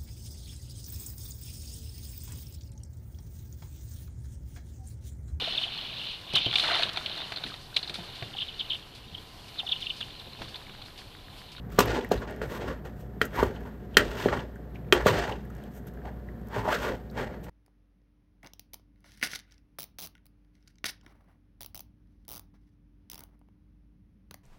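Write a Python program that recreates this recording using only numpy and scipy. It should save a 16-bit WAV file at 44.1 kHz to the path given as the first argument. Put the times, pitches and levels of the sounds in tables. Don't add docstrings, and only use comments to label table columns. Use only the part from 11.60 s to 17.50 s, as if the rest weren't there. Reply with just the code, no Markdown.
import sys
import numpy as np
from scipy import signal
from scipy.fft import rfft, irfft
from scipy.io import wavfile
from scipy.ndimage import uniform_filter1d

SR = 44100
rng = np.random.default_rng(int(sys.argv[2]) if len(sys.argv) > 2 else 0)


def transcribe(u):
    v = np.clip(np.atleast_2d(u).T, -1, 1)
    q = np.round(v * 32767).astype(np.int16)
    wavfile.write(sys.argv[1], SR, q)


N = 259996
T = np.arange(N) / SR


def gain_of(db):
    return 10 ** (np.asarray(db) / 20)


def evened(x):
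    return x / np.sqrt(np.mean(x ** 2) + 1e-20)


def read(points, hz):
    f, value = np.transpose(points)
    return np.interp(np.log(hz + 1), np.log(f + 1), value)


def coloured(x, points):
    gain = gain_of(read(points, np.fft.rfftfreq(len(x), 1 / SR)))
    return irfft(rfft(x) * gain, len(x))


def add(mix, s, sound):
    part = mix[round(s * SR):][:len(sound)]
    part += sound[:len(part)]


def resonate(x, hz, width):
    turn = np.exp(2j * np.pi * np.cumsum(hz * np.ones(len(x))) / SR)
    r = np.exp(-np.pi * width / SR)
    return 2 * (turn * signal.lfilter([1 - r], [1, -r], x / turn)).real


def lumps(ms, db):
    size = max(int(ms * SR / 1000), 1)
    once = uniform_filter1d(rng.standard_normal(N), size)
    return gain_of(db * evened(uniform_filter1d(once, size)))


SLOPE_DB = 20


def swell(s, rise, hold, release):
    before = (s - T) / max(rise, .003)
    after = (T - s - hold) / max(release, .003)
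    return gain_of(-SLOPE_DB * np.maximum(np.maximum(before, after), 0))


# (f/Hz, level/dB per Hz)
AIR_SPECTRUM = [(20, -27.5), (55, -8), (110, 1), (210, 5.5), (450, -21.5), (800, -21), (1100, -22),
                (1800, -23), (2600, -42.5), (3300, -40), (4500, -46), (8000, -64.5), (12000, -40.5),
                (16000, -43)]
# (f/Hz, level/dB, waver width/Hz)
HUM_LINES = [(59.85, -44.5, 2.5), (119.6, -60, 1.5), (726, -63.5, 8.6)]
AIR_DB = -44.5


def background():
    out = gain_of(AIR_DB) * evened(coloured(rng.standard_normal(N), AIR_SPECTRUM)) * lumps(40., .9)
    for hz, db, width in HUM_LINES:
        waver = evened(resonate(resonate(rng.standard_normal(N), hz, width), hz, width))
        out = out + gain_of(db) * (np.sqrt(2) * np.sin(2 * np.pi * hz * T) + 0.1 * waver)
    return out


# (f/Hz, level/dB per Hz)
SHAKE_SPECTRUM = [(22, -41.5), (34, -28), (45, 7.5), (60, 10), (80, -8), (110, 8.5), (160, -1.5),
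                  (300, -43.5)]
# (full strength t/s, level/dB, hold/s, release/s)
STOVE_JOLTS = [(0.2, -33.5, 0.068, .2), (0.566, -37, 0.051, 0.046), (0.861, -34.5, 0.018, 0.034),
               (0.956, -45.5, 0.18, .06), (1.39, -42, .01, .1), (1.65, -43, 0.029, .2),
               (1.85, -30, .01, .06), (2.48, -36, 0.011, .06), (2.59, -40, 0.0053, .04),
               (2.68, -34.5, .01, 0.033), (2.75, -36, .04, 0.027), (3.38, -37, .02, 0.027),
               (3.48, -28, .07, 0.091), (3.687, -38.5, .02, 0.049), (4.978, -34, .01, 0.16),
               (5.2, -49, .01, .1), (5.6, -38, .01, .1)]
JOLT_RISE_S, STOVE_REST_DB = 0.096, -49.5


def stove():
    jolts = sum((gain_of(db) * swell(s, JOLT_RISE_S, hold, dying)) ** 2 for s, db, hold, dying in STOVE_JOLTS)
    shaking = evened(coloured(rng.standard_normal(N), SHAKE_SPECTRUM))
    return np.sqrt(gain_of(STOVE_REST_DB) ** 2 + jolts) * shaking


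# (f/Hz, level/dB, t60/s before the length factor)
PAN_MODES = [(720, -8.5, 0.066), (980, -14, 0.11), (1160, -2.5, 0.065), (1430, 3.5, 0.093),
             (1590, 12.5, 0.034), (1740, -2.5, 0.051), (1838, 11, 0.031), (2020, -15, 0.077),
             (2206, -5, .05), (2598, -7.5, .05), (2670, -11.5, 0.026), (2840, -4, 0.04), (3150, -4, 0.078),
             (3200, -23.5, .04), (3590, -9.5, 0.018), (4237, -2.5, 0.038), (4540, -33.5, 0.018),
             (4950, -15.5, 0.2), (4907, -23, 0.032), (6240, -10.5, 0.043), (6500, -23, 0.028),
             (7230, -31, 0.049), (7670, -15.5, 0.092)]


def pan_ring(t, longer, spot_db):
    hz, db, t60 = np.transpose(PAN_MODES)[:, :, None]
    decay = gain_of(db + spot_db - 60 * t / (t60 * longer))
    return (decay * np.sin(2 * np.pi * hz * t)).sum(0)


def bubbles(per_s):
    out, t = np.zeros(N), np.arange(600) / SR
    size = gain_of(2.3 * np.minimum(rng.exponential(1, N), 4))
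    size = size * (rng.random(N) < per_s * lumps(15., 5.0) / SR)
    kind = rng.integers(0, 24, N)
    for k, hz in enumerate(np.geomspace(450, 6000, 24)):
        turns = hz * t
        shape = turns * np.exp(-turns / 1.1) * (450 / hz) ** 2.7
        grain = np.sin(2 * np.pi * turns * (1 + 0.025 * turns)) * shape
        out += signal.oaconvolve(size * (kind == k), grain)[:N]
    return evened(out)


# (full pressure t/s, rise/s, hold/s, release/s, scrape level/dB,
# blade hiss level/dB, paste drag level/dB, fine paste fizz level/dB, chatter level/dB, chatter f/Hz)
BLADE_PUSHES = [(0.119, 0.029, .05, .03, -66, -58, -69, -63, -59, 1304),
                (0.19, 0.014, 0.026, .06, -29, -33, -28, -50, -33, 980),
                (0.277, 0.028, 0.03, 0.077, -31, -41.5, -32, -60, -39.5, 700),
                (0.343, 0.019, 0.02, .11, -32.5, -41.5, -28.5, -59, -36.5, 840),
                (0.515, .01, 0.022, .07, -32, -44, -32, -56, -56, 700),
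                (0.622, 0.042, .005, .05, -42, -52, -36.5, -73, -41.5, 968),
                (0.678, .015, 0.0033, 0.17, -38, -56, -39.5, -79, -47, 698),
                (0.826, 0.017, .015, 0.044, -33, -53, -35.5, -67, -45, 813),
                (0.923, 0.06, 0.043, .08, -38.5, -50.5, -39.5, -54.5, -47, 1000),
                (1.013, .03, 0.012, 0.077, -38, -50.5, -38.5, -68, -42.5, 735),
                (1.077, .05, 0.023, 0.08, -35.5, -52, -35, -62, -45, 1050),
                (1.252, .015, .01, 0.069, -45, -60, -44, -63, -52, 749),
                (1.411, .05, .005, .05, -66.5, -64, -62, -61, -70, 725),
                (1.616, 0.0085, 0.017, 0.061, -42.5, -45.5, -35.5, -60, -60, 1160),
                (1.762, .05, 0.068, .04, -30.5, -50, -38.5, -51.5, -54, 1479),
                (1.786, .02, .02, 0.038, -44, -46, -36, -65, -29.5, 911),
                (1.85, .02, 0.015, 0.27, -43, -56.5, -38.5, -70, -50, 790),
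                (2.071, .1, 0.0076, .04, -50, -86, -47.5, -67, -52.5, 900),
                (2.39, .01, .015, 0.11, -38, -38, -27, -56, -47, 1046),
                (2.6, 0.22, 0.062, 0.069, -32.5, -44, -41, -53, -52.5, 963),
                (2.684, .02, 0.0065, 0.082, -34.5, -44.5, -31, -63, -39.5, 1143),
                (2.725, .015, .01, .08, -28, -45.5, -32.5, -68, -32, 938),
                (2.78, .04, 0.018, 0.09, -43, -54, -32.5, -72, -52.5, 777),
                (3.149, .01, 0.0066, 0.021, -54, -61, -56.5, -92, -60, 791),
                (3.339, 0.012, .02, 0.06, -28.5, -39.5, -30, -62, -32, 791),
                (3.405, .03, 0.0043, 0.041, -30, -59, -39, -62, -47, 1125),
                (3.48, 0.028, .005, 0.0542, -19.5, -29.5, -24, -40.5, -28, 966),
                (3.526, 0.011, 0.069, 0.15, -27, -39, -30.5, -58, -38, 720),
                (3.677, 0.066, 0.036, .06, -45.5, -62, -35, -65, -39, 820),
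                (4.04, 0.34, 0.028, 0.053, -54, -67.5, -50.5, -72.5, -58, 730),
                (4.163, 0.055, .005, 0.064, -55, -69, -61, -56.5, -65.5, 760),
                (4.279, .02, .003, 0.026, -61, -59, -53, -57.5, -66.5, 842),
                (4.457, 0.025, 0.02, 0.058, -44.5, -83, -48, -68.5, -43.5, 760),
                (4.953, .05, 0.031, .09, -32, -48.5, -38, -58, -37, 880),
                (5.05, 0.071, 0.06, .05, -45, -55, -38.5, -60, -34, 870),
                (5.088, 0.022, .02, .04, -29.5, -60, -34, -54, -34, 894),
                (5.134, 0.061, .015, .05, -30.5, -37.5, -41.5, -47.5, -33.5, 1450),
                (5.2, 0.093, 0.051, 0.13, -34.5, -45.5, -40.5, -53, -44.5, 860),
                (5.254, .04, .04, 0.056, -30, -48, -55, -55.5, -42, 1217),
                (5.298, 0.053, 0.015, .08, -57, -65, -32.5, -73, -42, 700),
                (5.58, .04, 0.051, 0.072, -33.5, -52.5, -37.5, -61.5, -41.5, 813),
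                (5.703, .05, 0.039, .1, -46.5, -71, -46.5, -85, -55.5, 800),
                (5.842, 0.018, 0.0056, .03, -61, -59.5, -66, -56, -58, 780),
                (5.895, .05, .01, .03, -43, -60, -48, -63, -47, 890)]
# (scrape, hiss, drag, fizz, chatter level/dB, chatter f/Hz)
BLADE_GLIDE = (-63.5, -77.5, -51, -86.5, -66.5, 732.5)


def stroke_curves():
    *levels_db, hz = np.transpose([BLADE_GLIDE] + [row[4:] for row in BLADE_PUSHES])
    power = np.array([np.ones(N)] + [swell(*row[:4]) ** 2 for row in BLADE_PUSHES])
    layers = gain_of(levels_db) ** 2 @ power
    chatter_hz = (hz * gain_of(levels_db[-1]) ** 2) @ power / layers[-1]
    return *np.sqrt(layers), chatter_hz


# (f/Hz, level/dB per Hz)
HISS_SPECTRUM = [(1500, -8.5), (2800, 4), (4500, -4.5), (7000, -10.5), (9000, -17), (11000, -35),
                 (16000, -52.5)]
FIZZ_SPECTRUM = [(3000, -30.5), (6000, -4.5), (9000, -5.5), (12000, -2.5), (16000, -4.5)]
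DRAG_SPECTRUM = [(80, 10), (160, 2), (350, 13.5), (550, 10.5), (900, -13), (2000, -52.5)]


def stroke():
    scraping, hissing, dragging, fizzing, chattering, hz = stroke_curves()
    slips = rng.standard_normal(N) * gain_of(1.2 * rng.exponential(1, N))
    slips = slips * (rng.random(N) < 5000 / SR)
    grip = lumps(7.9, 1.9)
    octaves_up = np.log2(np.maximum(np.transpose(PAN_MODES)[0][:, None] / 2000, 1))
    dull_db = -5 * octaves_up
    ring = evened(signal.oaconvolve(slips * grip, pan_ring(np.arange(4000) / SR, 0.32, dull_db))[:N])
    chatter = evened(resonate(resonate(slips * grip, hz, 420), hz, 350))
    grit = grip * lumps(2.5, 0.6)
    hiss = evened(coloured(rng.standard_normal(N) * grit, HISS_SPECTRUM))
    fizz = evened(coloured(rng.standard_normal(N) * grit, FIZZ_SPECTRUM))
    drag = evened(coloured(rng.standard_normal(N) * lumps(12., 2.5), DRAG_SPECTRUM))
    scrape = .5 * ring + 0.46 * bubbles(900)
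    return scraping * scrape + hissing * hiss + dragging * drag + fizzing * fizz + chattering * chatter


SHORT_BURSTS = [(0.103, -44, 1740, 3.3, -47), (0.123, -42, 1680, 3.0, -38), (0.258, -36, 1570, 2.2, -31),
                (0.4105, -33, 3380, 2.4, -58), (0.4466, -30, 1920, 3.5, -34), (0.4909, -60, 1700, 2, -36),
                (0.6011, -66, 4500, 1.5, -49), (0.7095, -52, 1700, 2.7, -41), (1.108, -55, 1700, 2, -54),
                (1.9905, -60, 1700, 2, -62), (2.069, -62.5, 1500, 2, -52),
                (2.3442, -42.5, 3100, 7.4, -53.5), (3.2461, -56, 2300, 4.1, -72.5),
                (3.285, -42.5, 2500, 1.8, -57), (3.5878, -50, 1700, 2, -29),
                (4.815, -60.5, 1700, 1.6, -51.5), (5.3553, -66, 1700, 2, -50), (5.513, -56, 1700, 2, -42.5),
                (0.575, -44, 3800, 10, -53), (0.617, -33, 1510, 4.9, -62), (0.683, -52, 1820, 3.0, -55),
                (0.763, -40, 1710, 2.6, -42), (1.002, -37, 1430, 3.4, -57), (1.0824, -49, 1790, 2.1, -57),
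                (1.2531, -46, 1600, 2.4, -50), (1.4074, -68, 1820, 2, -57), (1.6534, -43, 1540, 6.5, -26),
                (1.9123, -39, 1520, 3.0, -48), (1.9605, -43.5, 3020, 4.8, -50),
                (2.0085, -43, 1620, 3.3, -48), (2.792, -39, 3060, 4.2, -52.5),
                (2.9294, -55, 1990, 3.0, -67), (2.957, -44, 1590, 6.9, -50),
                (3.1557, -37.5, 2350, 3.8, -79), (3.7213, -30.5, 2970, 4.1, -46),
                (3.852, -48, 1750, 3.5, -45), (3.902, -43, 1410, 4.5, -44), (3.9514, -50, 1680, 3.0, -41.5),
                (3.968, -55, 1430, 2.2, -49.5), (3.9814, -55, 1680, 2.7, -48),
                (4.038, -48.5, 3200, 2.8, -42), (4.2707, -42.5, 1480, 3.7, -37),
                (4.2974, -49, 1560, 3.0, -66), (4.338, -50, 1457, 3.6, -45.5),
                (4.373, -40.5, 1620, 2.7, -69), (4.4165, -44, 1590, 4.3, -69.5),
                (4.6863, -45.5, 1790, 4.9, -68), (4.8723, -49, 1390, 1.8, -42),
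                (4.886, -64, 1760, 2.7, -41), (5.4992, -43, 4400, 2.5, -52.5),
                (5.8402, -53, 1680, 1.9, -39.5)]


def smacks():
    out, t = np.zeros(N), np.arange(2500) / SR
    noise = rng.standard_normal((len(SHORT_BURSTS), len(t)))
    for (s, db, hz, ms, crackle_db), rough in zip(SHORT_BURSTS, noise):
        shape = np.exp(-t / (max(ms, .2) / 1000)) * (1 - np.exp(-t / 0.00097))
        pitched = evened(resonate(resonate(rough, hz, .2 * hz), hz, .2 * hz))
        crackle = evened(coloured(rough, FIZZ_SPECTRUM)) * (np.exp(-t / 0.00021) + 0.22 * shape)
        add(out, s, gain_of(db) * shape * pitched + gain_of(crackle_db) * crackle)
    return out


# (t/s, wall ring level/dB, its centre f/Hz, ring length factor, contact/ms,
# high modes level/dB, their centre f/Hz, bottom thud level/dB, thud f/Hz once sagged, thud t60/s,
# stove bump level/dB, edge tick level/dB)
PAN_KNOCKS = [(0.187, -5, 900, 0.5, 0.33, -22, 5600, -4, 394, 0.014, -11.5, -18.5),
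              (0.205, -10, 880, 0.32, 0.19, -34, 3500, -29.5, 365, 0.031, -49, -24.5),
              (0.515, -12, 765, 0.54, 0.51, -30.5, 4200, -11.5, 400, 0.025, -20, -34),
              (0.816, -29.5, 1140, 0.22, 0.41, -37.5, 3500, -27, 420, 0.052, -35, -46),
              (1.6146, -16.5, 1820, 0.38, 0.97, -19, 3000, -27.5, 430, 0.14, -26.5, -31),
              (1.827, -14.5, 930, 0.51, 0.66, -37.5, 3000, -7, 373, 0.02, -19.5, -39),
              (2.3694, -13.5, 1850, 0.49, 0.3, -7, 3300, -11.5, 401, 0.031, -17, -16.5),
              (2.658, -17.5, 703, 0.69, 0.66, -42.5, 3500, -7, 369, 0.021, -16.5, -58),
              (2.686, -34, 1900, 0.36, 0.4, -33, 3100, -29.5, 363, 0.031, -28.5, -61),
              (2.728, -19, 950, 0.22, 0.25, -46, 3500, -20.5, 500, 0.018, -33.5, -56),
              (3.3245, -16, 1900, 0.29, 0.45, -3, 2500, -14.5, 354, 0.086, -48.5, -22),
              (3.3276, -13, 1116, 0.37, 0.74, -15, 2480, -14, 377, 0.035, -25.5, -28.5),
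              (3.46, -26, 800, 0.18, 0.38, -40.5, 3500, -5.5, 428, 0.019, -14.5, -39),
              (3.467, -11.5, 970, 0.49, 0.37, -30, 2700, -30.5, 373, 0.17, -48, -28.5),
              (5.077, -42, 1037, 0.54, 0.58, -47, 3500, -19, 603, 0.037, -51, -55),
              (5.126, -33, 1490, 0.56, 1, -30, 2700, -20, 557, 0.032, -33, -49)]


def knocks():
    out, t = np.zeros(N), np.arange(5000) / SR
    modes_hz = np.transpose(PAN_MODES)[0][:, None]
    high = modes_hz > 2400
    spots = rng.standard_normal((len(PAN_KNOCKS), len(PAN_MODES), 1))
    noise = rng.standard_normal((len(PAN_KNOCKS), len(t)))
    for row, spot, rough in zip(PAN_KNOCKS, spots, noise):
        s, ring_db, centre_hz, longer, ms, high_db, high_hz, thud_db, hz, t60, bump_db, tick_db = row
        rise = (1 - np.exp(-t / (max(ms, .05) / 1000))) ** 2
        clack = 1 + 1.49 * np.exp(-(t / (0.009 * longer)) ** 2)
        near_db = ring_db - 45 * np.log2(modes_hz / centre_hz) ** 2
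        bright_db = high_db - 22.0 * np.log2(modes_hz / high_hz) ** 2
        wall = pan_ring(t, longer, spot + np.where(high, -120, near_db))
        edge = pan_ring(t, longer, spot + np.where(high, bright_db, -120))
        tick = coloured(rough, HISS_SPECTRUM) + 0.65 * coloured(rough, FIZZ_SPECTRUM)
        edge += gain_of(tick_db - 60 * t / 0.079) * tick
        sweep = hz * (t + 0.0015 * (1 - np.exp(-t / 0.0017)))
        heave = (1 - np.exp(-t / 0.0019)) * (1 + 1.77 * np.exp(-(t / 0.0048) ** 4))
        thud = heave * gain_of(thud_db - 60 * t / t60) * np.sin(2 * np.pi * sweep)
        bump = gain_of(bump_db - 60 * t / 0.05) * np.sin(2 * np.pi * 200 * t)
        add(out, s, rise * (clack * wall + thud + bump))
        lag = np.clip(.00014 * (thud_db - high_db), 0, .004)
        add(out, s + lag, rise * clack * edge)
    return out


# (f/Hz, t60/s)
KITCHEN_DECAY = [(150, 0.21), (500, 0.21), (2000, 0.15), (6000, 0.067), (14000, 0.08)]


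def kitchen(x):
    taps = np.zeros(SR // 2)
    at = np.arange(150, len(taps) - 20, 20)
    taps[at + rng.integers(0, 20, len(at))] = rng.choice([-1., 1.], len(at))
    hz, t, z = signal.stft(taps, SR, nperseg=256)
    decay = gain_of(-60 * t / read(KITCHEN_DECAY, hz)[:, None])
    tail = signal.istft(z * decay, SR, nperseg=256)[1]
    return signal.fftconvolve(x, tail / np.linalg.norm(tail))[:N]


# (f/Hz, level/dB)
PHONE_RESPONSE = [(18, -30), (30, -12), (42, 0), (8800, 0), (9500, -5), (9900, -22), (10400, -22),
                  (10900, -3), (12000, 3), (15600, -4)]


def scene():
    near = knocks() + smacks() + stroke()
    room = gain_of(-13.5) * kitchen(near)
    return np.array([coloured(near + room + stove() + background(), PHONE_RESPONSE)])


EDGE_HZ = 15800


def record(dry):
    rounded = dry / (1 + (abs(dry) / .74) ** 4) ** .25
    low_pass = signal.firwin(511, EDGE_HZ, window=("kaiser", 9), fs=SR)
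    return signal.oaconvolve(rounded, low_pass[None], "same")


dry = scene()
out = record(dry)
transcribe(out)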